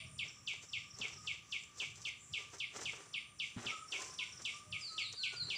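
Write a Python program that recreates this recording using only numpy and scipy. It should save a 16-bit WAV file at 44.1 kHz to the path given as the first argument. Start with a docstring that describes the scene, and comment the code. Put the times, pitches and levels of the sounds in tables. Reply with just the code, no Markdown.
"""A walled garden: a small bird repeats one sharp falling chip about four times a second, each a pure
glide that beats against its echoes off ground and walls. A thin whistler answers late.
Close by, hands scoop loose soil and crumble it into a plastic planting bag: grains rub and hiss,
clods knock softly, the bag crinkles. Faint peeps, far hoots, insects and a low rumble lie behind.
The sound is almost mono."""
import sys
import numpy as np
from scipy import signal
from scipy.fft import rfft, irfft
from scipy.io import wavfile
from scipy.ndimage import uniform_filter1d

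SR = 44100
rng = np.random.default_rng(int(sys.argv[2]) if len(sys.argv) > 2 else 0)


def store_wav(level_fs):
    """Save 16-bit WAV to argv[1]."""
    pcm = np.round(np.clip(np.atleast_2d(level_fs), -1, 1) * 32767)
    wavfile.write(sys.argv[1], SR, pcm.T.astype(np.int16))


N = 245637
TIME = np.arange(N) / SR


# the lead bird's chips: t/s, level/dB, pitch/ratio, extra bend over the fall/ratio
CHIP_CUES = [(0.1898, -39.9, 0.992, 0.011), (0.4739, -39.2, 1.01, 0.01), (0.7326, -40.0, 0.993, -0.006),
             (1.0133, -40.2, 0.992, 0.006), (1.2725, -39.5, 0.996, -0.001), (1.5233, -39.7, 0.993, 0.009),
             (1.7992, -39.4, 0.997, 0.038), (2.0513, -40.5, 0.979, -0.022), (2.3358, -39.5, 1.004, -0.009),
             (2.601, -40.1, 1.0, -0.018), (2.8548, -40.3, 0.99, 0.008), (3.1395, -40.0, 0.991, 0.001),
             (3.3982, -39.0, 1.007, -0.004), (3.6646, -39.8, 1.0, -0.01), (3.9214, -39.8, 0.988, 0.035),
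             (4.1877, -39.8, 1.005, -0.031), (4.4501, -39.4, 1.024, -0.026), (4.7247, -41.4, 0.972, 0.054),
             (4.9785, -38.5, 1.02, -0.03), (5.2329, -37.3, 1.003, 0.025), (5.5006, -38.8, 1.03, -0.013)]
def chipping_bird(boost_db=4.5, lead_s=.0125):
    """A run of near-identical chips, each led in by a thin slur."""
    song, drift = np.zeros(N), 1 + .003 * walk(300)
    for s, db, pitch, slope in CHIP_CUES:
        add(song, s - lead_s, undb(db) * lead_in(pitch, lead_s))
        add(song, s, undb(db + boost_db) * chip(pitch, slope, np.roll(drift, -int(s * SR))))
    out = reflections(song)
    # the song is already under way: open on the ring-out of a chip
    add(out, 0, out[int(.255 * SR):int(.44 * SR)].copy())
    return out


def chip(pitch, slope, drift, rest_hz=1952, attack_s=.0018, fall_s=.0435, trail_s=.036):
    """A whistle plunges, sags toward a resting pitch as it fades, flicks up and leaves a faint trail."""
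    t = TIME[:int((fall_s + trail_s) * SR)]
    plunge_hz = 1350 * np.exp(-t / .00199)
    sag_hz = 1103 * np.exp(-t / .0235)
    flick = np.exp(-((t - .0421) / .0018) ** 2)
    hz = rest_hz + plunge_hz + sag_hz + 140 * flick
    bend = 1 + slope * (np.minimum(t / fall_s, 1) - .3)
    fade_db = -390 * np.minimum(t, fall_s)
    trail_db = -7 * np.clip((t - fall_s) / attack_s, 0, 1)
    gate = np.minimum(t / attack_s, 1) * np.sqrt(np.clip((t[-1] - t) / trail_s, 0, 1))
    return tone(pitch * bend * hz * drift[:len(t)], undb(fade_db + 11 * flick + trail_db) * gate)


def lead_in(pitch, length_s, start_hz=5960, end_hz=4108):
    """A thin slur that falls ever faster and grows until the chip takes over."""
    n = int(length_s * SR)
    hz = start_hz + (end_hz - start_hz) * np.linspace(0, 1, n) ** 1.75
    gain = undb(np.linspace(-21, -6, n)) * signal.windows.tukey(n, .15)
    return tone(pitch * hz, gain)


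# early reflections off ground and walls: delay/s, level/dB
WALL_TAPS = [(.00138, -9.1), (.00227, -7.5), (.00638, -5.7), (.00869, -8.9), (.01097, -11.4),
             (.01275, -10.3), (.01671, -11.6), (.01792, -11), (.01923, -9.2), (.02165, -11),
             (.03493, -12.6), (.04737, -11.1)]
def reflections(song, leaves_hz=2750, weak_taps=7):
    """Echoes overlap each glide and make it beat; leaves scatter mostly its high start."""
    bright = 2 * signal.sosfilt(signal.butter(3, leaves_hz, "highpass", fs=SR, output="sos"), song)
    out = song + scatter(bright, wet_db=-5.5)
    for delay, db in WALL_TAPS:
        add(out, delay, undb(db) * song)
    for k, chance in enumerate(rng.random(weak_taps)):  # smaller surfaces, 14-36 ms late
        add(out, .014 + .022 * (k + chance) / weak_taps, undb(-16) * song)
    return out


# EQ of dull, crumbling soil: f/Hz, level/dB
SCRAPE_EQ = [(120, -40), (230, -15.5), (320, 1), (370, 2), (440, 3.5), (520, -2.5), (780, -3), (950, -2.5),
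             (1150, -0.5), (1500, -3.5), (2000, -4), (4000, -12.5), (7500, -43), (11000, -49)]
# EQ of bright grit, also used for the bag: f/Hz, level/dB
GRIT_EQ = [(1500, -15), (3200, -12.5), (4500, -4), (6200, 7), (7500, 2.5), (9000, -13), (11500, -26.5),
           (15500, -28)]
# hand strokes through the soil: peak t/s, length/s, scrape level/dB, grit level/dB
HAND_STROKES = [(0.262, 0.085, -62, -61), (0.518, 0.11, -74, -54), (0.636, 0.038, -58, -52.5),
                (0.757, 0.2, -78, -59), (1.002, 0.13, -59.5, -54.5), (1.094, 0.16, -61.5, -56),
                (1.283, 0.24, -69.5, -57.5), (1.54, 0.15, -69, -55), (1.815, 0.17, -62, -49.5),
                (1.988, 0.076, -65.5, -57), (2.076, 0.088, -65.5, -52), (2.385, 0.2, -65, -53.5),
                (2.543, 0.063, -59, -52), (2.766, 0.071, -54.5, -50), (2.816, 0.11, -54.5, -48.5),
                (2.951, 0.33, -60, -55), (3.45, 0.12, -82, -54.5), (3.589, 0.041, -51, -66),
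                (3.663, 0.21, -54.5, -51.5), (3.934, 0.079, -57, -50.5), (4.02, .16, -53, -49.5),
                (4.157, 0.47, -68.5, -56), (4.405, 0.064, -57.5, -66), (4.528, 0.21, -67.5, -57.5),
                (4.817, 0.19, -72, -57.5), (4.925, 0.037, -69, -60.5), (5.01, 0.093, -64.5, -54.5),
                (5.133, 0.031, -57.5, -55), (5.247, 0.043, -85, -53), (5.346, 0.065, -59, -55),
                (5.53, 0.21, -60.5, -58)]
def soil(scrape_db=-1, grit_db=-3, lumpy_db=3):
    """Crumbs rub past each other in small slips: dull grains from the heap, bright ones from sand."""
    scrape = colour(grains(rate=9000, spread_db=1), SCRAPE_EQ) * undb(lumpy_db * walk(70) + scrape_db)
    grit = colour(grains(rate=7000, spread_db=1), GRIT_EQ) * undb(1.5 * walk(110) + grit_db)
    return sum(swell(s, length, rise_share=.41) * (undb(dull_db) * scrape + undb(hiss_db) * grit)
               for s, length, dull_db, hiss_db in HAND_STROKES)


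# crinkles of the bag: t/s, level/dB, t60/s
CRINKLE_CUES = [(0.4803, -37.5, 0.079), (0.5302, -41, 0.057), (0.624, -40, 0.069), (0.9856, -33, 0.047),
                (1.635, -37.5, 0.024), (1.7804, -38, 0.065), (1.8193, -44, 0.077), (1.954, -42, 0.093),
                (2.0157, -37, 0.076), (2.582, -42, 0.21), (2.7786, -54, 0.06), (2.826, -43, 0.026),
                (3.997, -37, 0.05), (4.0452, -36, 0.06), (4.418, -36, 0.076), (4.4553, -29, 0.036),
                (4.9272, -44, 0.088), (4.992, -32, 0.036), (5.1244, -30.5, 0.04), (5.3213, -47, 0.099)]
def plastic_bag(trim_db=-10, attack_s=.0025):
    """The thin plastic gives short bursts of bright crackle."""
    out, t = np.zeros(N), TIME[:SR // 3]
    crackle = colour(grains(rate=9000, spread_db=1.5), GRIT_EQ)
    for s, db, t60 in CRINKLE_CUES:
        burst = undb(db + trim_db) * np.minimum(t / attack_s, 1) * decay(t, t60)
        add(out, s, np.roll(crackle, -int(s * SR))[:len(t)] * burst)
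    return out


# body of a thud on packed earth: f/Hz, level/dB, t60/s
THUD_MODES = [(114, -1, 0.13), (195, 10, 0.031), (237, -6.5, 0.18), (420, -24, 0.052)]
# soft hits: t/s, crumb level/dB, crumb t60/s, thud level/dB
KNOCK_CUES = [(0.231, -78, 0.41, -74), (0.531, -54.5, 0.096, -78), (0.998, -55.5, 0.4, -46.5),
              (1.821, -52, 0.11, -58), (2.53, -52.5, 0.21, -79), (2.763, -67, 0.096, -53),
              (2.821, -59, .08, -56), (2.932, -41.5, 0.046, -74), (3.564, -56, 0.17, -35),
              (3.656, -55, 0.093, -45), (3.934, -60, 0.47, -76), (4.417, -75, 0.17, -57),
              (4.973, -47, 0.037, -77), (5.133, -51, 0.069, -77), (5.333, -53.5, 0.058, -78)]
def knocks(attack_s=.0074):
    """Hand and clods land on packed earth: a soft thud with a spill of crumbs."""
    out, t = np.zeros(N), TIME[:SR // 3]
    thud = sum(undb(db) * np.sin(2 * np.pi * hz * t) * decay(t, t60) for hz, db, t60 in THUD_MODES)
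    for s, crumbs_db, t60, thud_db in KNOCK_CUES:
        crumbs = colour(noise(len(t)), SCRAPE_EQ) * undb(crumbs_db) * decay(t, t60)
        add(out, s, (crumbs + undb(thud_db) * thud) * np.minimum(t / attack_s, 1))
    return out


# the answering phrase: t/s, length/s, start f/Hz, end f/Hz, level/dB
WHISTLE_NOTES = [(4.79, 0.14, 5360, 3844, -43.5), (4.795, 0.035, 7600, 7200, -54.5),
                 (4.98, 0.13, 5160, 3385, -43), (5.048, 0.045, 7860, 7450, -59),
                 (5.15, 0.12, 4910, 3780, -41.5), (5.227, 0.033, 7760, 7250, -57.5),
                 (5.353, 0.05, 4840, 4490, -43), (5.385, 0.065, 4500, 3860, -36.5),
                 (5.427, 0.036, 7650, 7160, -52.5), (5.545, 0.063, 4950, 4200, -40)]
def whistler():
    """A second bird answers with thin, slightly raspy falling whistles."""
    song = slurs(WHISTLE_NOTES, waver=.02, rate=600)
    return song + scatter(song, wet_db=-3)


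# faint high peeps: t/s, level/dB
PEEP_CUES = [(0.056, -61), (0.274, -49.5), (.68, -53.5), (0.898, -52.5), (.935, -51), (1.122, -52),
             (1.16, -51.5), (3.691, -49.5), (3.874, -52), (4.097, -51.5), (4.135, -51), (4.316, -50),
             (4.363, -52.5), (4.534, -54)]
def peeps(length_s=.0282, start_hz=5950, end_hz=5200):
    """Tiny raspy down-glides, blurred by distance."""
    song = slurs([(s, length_s, start_hz, end_hz, db) for s, db in PEEP_CUES], waver=.04, rate=900)
    return song + scatter(song, wet_db=-2)


# distant calls: t/s, length/s, start f/Hz, end f/Hz, level/dB
HOOT_NOTES = [(0, 0.071, 662, 614, -69), (1.16, 0.082, 1272, 1224, -58.5), (2.36, 0.11, 1236, 1131, -60.5),
              (3.655, 0.073, 1260, 1200, -54.5), (3.7, 0.089, 1338, 1230, -46),
              (3.975, 0.086, 1043, 1043, -50.5), (4.18, 0.051, 1048, 964, -58.5),
              (4.2, 0.082, 1460, 1515, -63.5), (4.515, 0.089, 1162, 1206, -55), (4.63, 0.11, 613, 604, -69),
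              (4.71, 0.093, 1226, 1276, -61), (4.875, 0.14, 1336, 1221, -54.5),
              (5.17, 0.097, 1487, 1538, -60), (5.3, 0.098, 1518, 1344, -53.5)]
def hoots(boost_db=1):
    """Far birds hoot on nearly level pitches; much of it arrives as scatter."""
    song = slurs(HOOT_NOTES, waver=.01, rate=120)
    return undb(boost_db) * (song + scatter(song, wet_db=-2))


# bouts of twitter behind the peeps: start t/s, end t/s, level/dB
TWITTER_BOUTS = [(0.242, 0.452, -62), (0.663, 1.27, -59), (3.85, 4.6, -59)]
def twitter(notes_per_s=44, note_s=.0305, start_hz=5900, end_hz=5160, spread_db=3):
    """Quick high notes from far off, loose in timing and level."""
    beats = [(s, db) for start, end, db in TWITTER_BOUTS for s in np.arange(start, end, 1 / notes_per_s)]
    notes = [(s + late / notes_per_s / 4, note_s, start_hz, end_hz, db + spread_db * louder)
             for (s, db), (late, louder) in zip(beats, noise((400, 2)))]
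    song = slurs(notes, waver=.02, rate=900)
    return .5 * song + scatter(song, wet_db=-9)


# envelope of the garden's reverb: delay/s, level/dB
REVERB_ENVELOPE = [(0, -8), (.012, -2), (.035, -3), (.07, -2), (.1, -7), (.15, -15), (.22, -25), (.45, -52)]
def scatter(x, wet_db):
    """Leaves and walls return the sound as a short diffuse tail."""
    envelope = undb(curve(REVERB_ENVELOPE)[:SR // 2])
    tail = noise(len(envelope)) * envelope
    return undb(wet_db) * signal.fftconvolve(x, tail / np.linalg.norm(tail))[:N]


# fader ride of the shrill insect: t/s, level/dB
INSECT_RIDE = [(0, -68.5), (.2, -65), (.3, -94), (2.3, -79), (3.1, -70.5), (4.5, -70), (5.57, -69.5)]
def insects(chorus_db=-67):
    """Two flickering bands of noise: one narrow and shrill, one a broader chorus."""
    shrill = noise_band(hz=8970, width=330) * undb(curve(INSECT_RIDE) + 2 * walk(25))
    chorus = noise_band(hz=7270, width=1000) * undb(chorus_db + 4.1 * walk(8.3))
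    return shrill + chorus


# low-end swells: peak t/s, length/s, level/dB
RUMBLE_SWELLS = [(0.125, 0.34, -52.5), (0.796, 0.1, -58), (1.163, 0.78, -59.5), (1.926, .22, -60),
                 (2.327, 0.074, -54), (2.865, 0.12, -54.5), (4.32, 0.14, -56.5), (4.738, 0.11, -52),
                 (5.093, 0.11, -59), (5.449, 0.12, -49)]
def rumble(steady_db=-69.5, swell_trim_db=-3):
    """A low rumble that wanders in level and now and then swells into a hum."""
    bed = noise_band(hz=115, width=99) * undb(steady_db + 2 * walk(8))
    hum = unit(resonate(noise_band(hz=114, width=125), hz=114, width=125))
    swells = sum(undb(db) * swell(s, length, rise_share=.49) for s, length, db in RUMBLE_SWELLS)
    return bed + hum * swells * undb(swell_trim_db)


# EQ of the air bed: f/Hz, level/dB
AIR_EQ = [(30, -10), (70, 13), (150, 12), (330, 4.5), (520, 1.5), (900, -1.5), (1800, 1.5), (2500, 3),
          (4000, -8.5), (5000, -8.5), (6200, 6.5), (8000, -38), (9600, -11.5), (10300, -5.5), (11300, -21),
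          (13800, -22), (15400, -11)]
def still_air(air_db=-67, tone_db=-72, side_db=-78):
    """A soft hush with a wavering far-off tone and a trace of stereo width."""
    hush = colour(noise(), AIR_EQ) * undb(air_db + .5 * walk(2.35))
    far_tone = noise_band(hz=1181, width=107) * undb(tone_db + 1.8 * walk(3.9))
    side_eq = [(50, 7), (120, 5), (300, 4), (600, -1), (1200, 10), (2500, -17.5), (5000, -5.5),
               (9000, -41), (15000, -3.5)]  # f/Hz, level/dB
    return hush + far_tone + side(colour(noise(), side_eq) * undb(side_db))


def slurs(notes, waver, rate):
    """Whistled glides that swell and fade; a fast waver of the pitch makes them raspy."""
    out, drift = np.zeros(N), 1 + waver * walk(rate)
    for s, length, start_hz, end_hz, db in notes:
        n = int(length * SR)
        hz = np.geomspace(start_hz, end_hz, n) * np.roll(drift, -int(s * SR))[:n]
        add(out, s, tone(hz, undb(db) * signal.windows.tukey(n, .8)))
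    return out


def tone(hz, gain):
    """A pure whistle on a moving pitch."""
    return gain * np.sin(2 * np.pi * np.cumsum(hz) / SR)


def grains(rate, spread_db):
    """Random tiny clicks, a few larger than the rest."""
    clicks = (rng.random(N) < rate / SR) * noise()
    return clicks * undb(spread_db * np.minimum(rng.exponential(size=N), 4))


def noise(size=N):
    """White noise."""
    return rng.standard_normal(size)


def noise_band(hz, width):
    """A band of noise around hz; rms 1."""
    return unit(resonate(noise(), hz, width))


def resonate(x, hz, width):
    """A steep resonance: one band-pass applied twice."""
    b, a = signal.iirpeak(hz, hz / width, fs=SR)
    return signal.lfilter(b, a, signal.lfilter(b, a, x))


def colour(x, eq):
    """Shape x by (f/Hz, level/dB) points, rolling off beyond both ends; rms 1."""
    hz, db = np.transpose(eq)
    f = np.fft.rfftfreq(len(x), 1 / SR) + 1
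    skirts = np.minimum(f / hz[0], 1) ** 2 * np.minimum(hz[-1] / f, 1) ** 2
    gain = undb(np.interp(np.log(f), np.log(hz), db))
    return unit(irfft(rfft(x) * skirts * gain, len(x)))


def walk(rate):
    """Random modulation, gliding to a new value rate times a second; rms 1."""
    hold = int(SR / rate)
    steps = np.repeat(noise(N // hold + 1), hold)
    return unit(uniform_filter1d(steps, hold)[:N])


def swell(s, length, rise_share):
    """A rounded rise and fall, peaking at 1 at time s."""
    out, near = np.zeros(N), np.abs(TIME - s) < 2 * length
    t = TIME[near] - s
    out[near] = 1 / np.cosh(2 * t / (length * np.where(t < 0, rise_share, 1 - rise_share)))
    return out


def decay(t, t60):
    """A fade of 60 dB every t60 seconds."""
    return np.exp(-np.log(1000) * t / t60)


def curve(points):
    """Timed points joined by straight lines."""
    return np.interp(TIME, *np.transpose(points))


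def add(track, s, x):
    """Mix x into the track at time s."""
    i = max(int(round(s * SR)), 0)
    track[i:i + len(x)] += x[:max(N - i, 0)]


def side(x):
    """Left and right in opposite polarity."""
    return x * np.array([[1], [-1]])


def undb(db):
    """Decibels to gain."""
    return 10 ** (np.asarray(db) / 20)


def unit(x):
    """Scale to rms 1."""
    return x / np.sqrt(np.mean(x ** 2))


def scene():
    """Birds and handwork in the centre, the garden around them; the near wall returns the handwork once."""
    hands = soil() + plastic_bag() + knocks()
    birds = chipping_bird() + whistler() + peeps() + hoots() + twitter()
    wall = np.zeros(N)
    add(wall, .0052, undb(-13.5) * hands)
    ambience = insects() + rumble() + still_air()
    return birds + hands + wall + ambience + side(scatter(birds, wet_db=-40))


def record(dry, notch_hz=6620, notch_width_hz=450, notch_depth=.65, top_hz=15500, fade_in_s=.004):
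    """The microphone port cuts a narrow notch; the top is cut off steeply."""
    b, a = signal.iirpeak(notch_hz, notch_hz / notch_width_hz, fs=SR)
    notched = dry - notch_depth * signal.lfilter(b, a, dry)
    faded = notched * np.minimum(TIME / fade_in_s, 1)
    return signal.sosfilt(signal.ellip(10, .2, 70, top_hz, fs=SR, output="sos"), faded)


dry = scene()
out = record(dry)
store_wav(out)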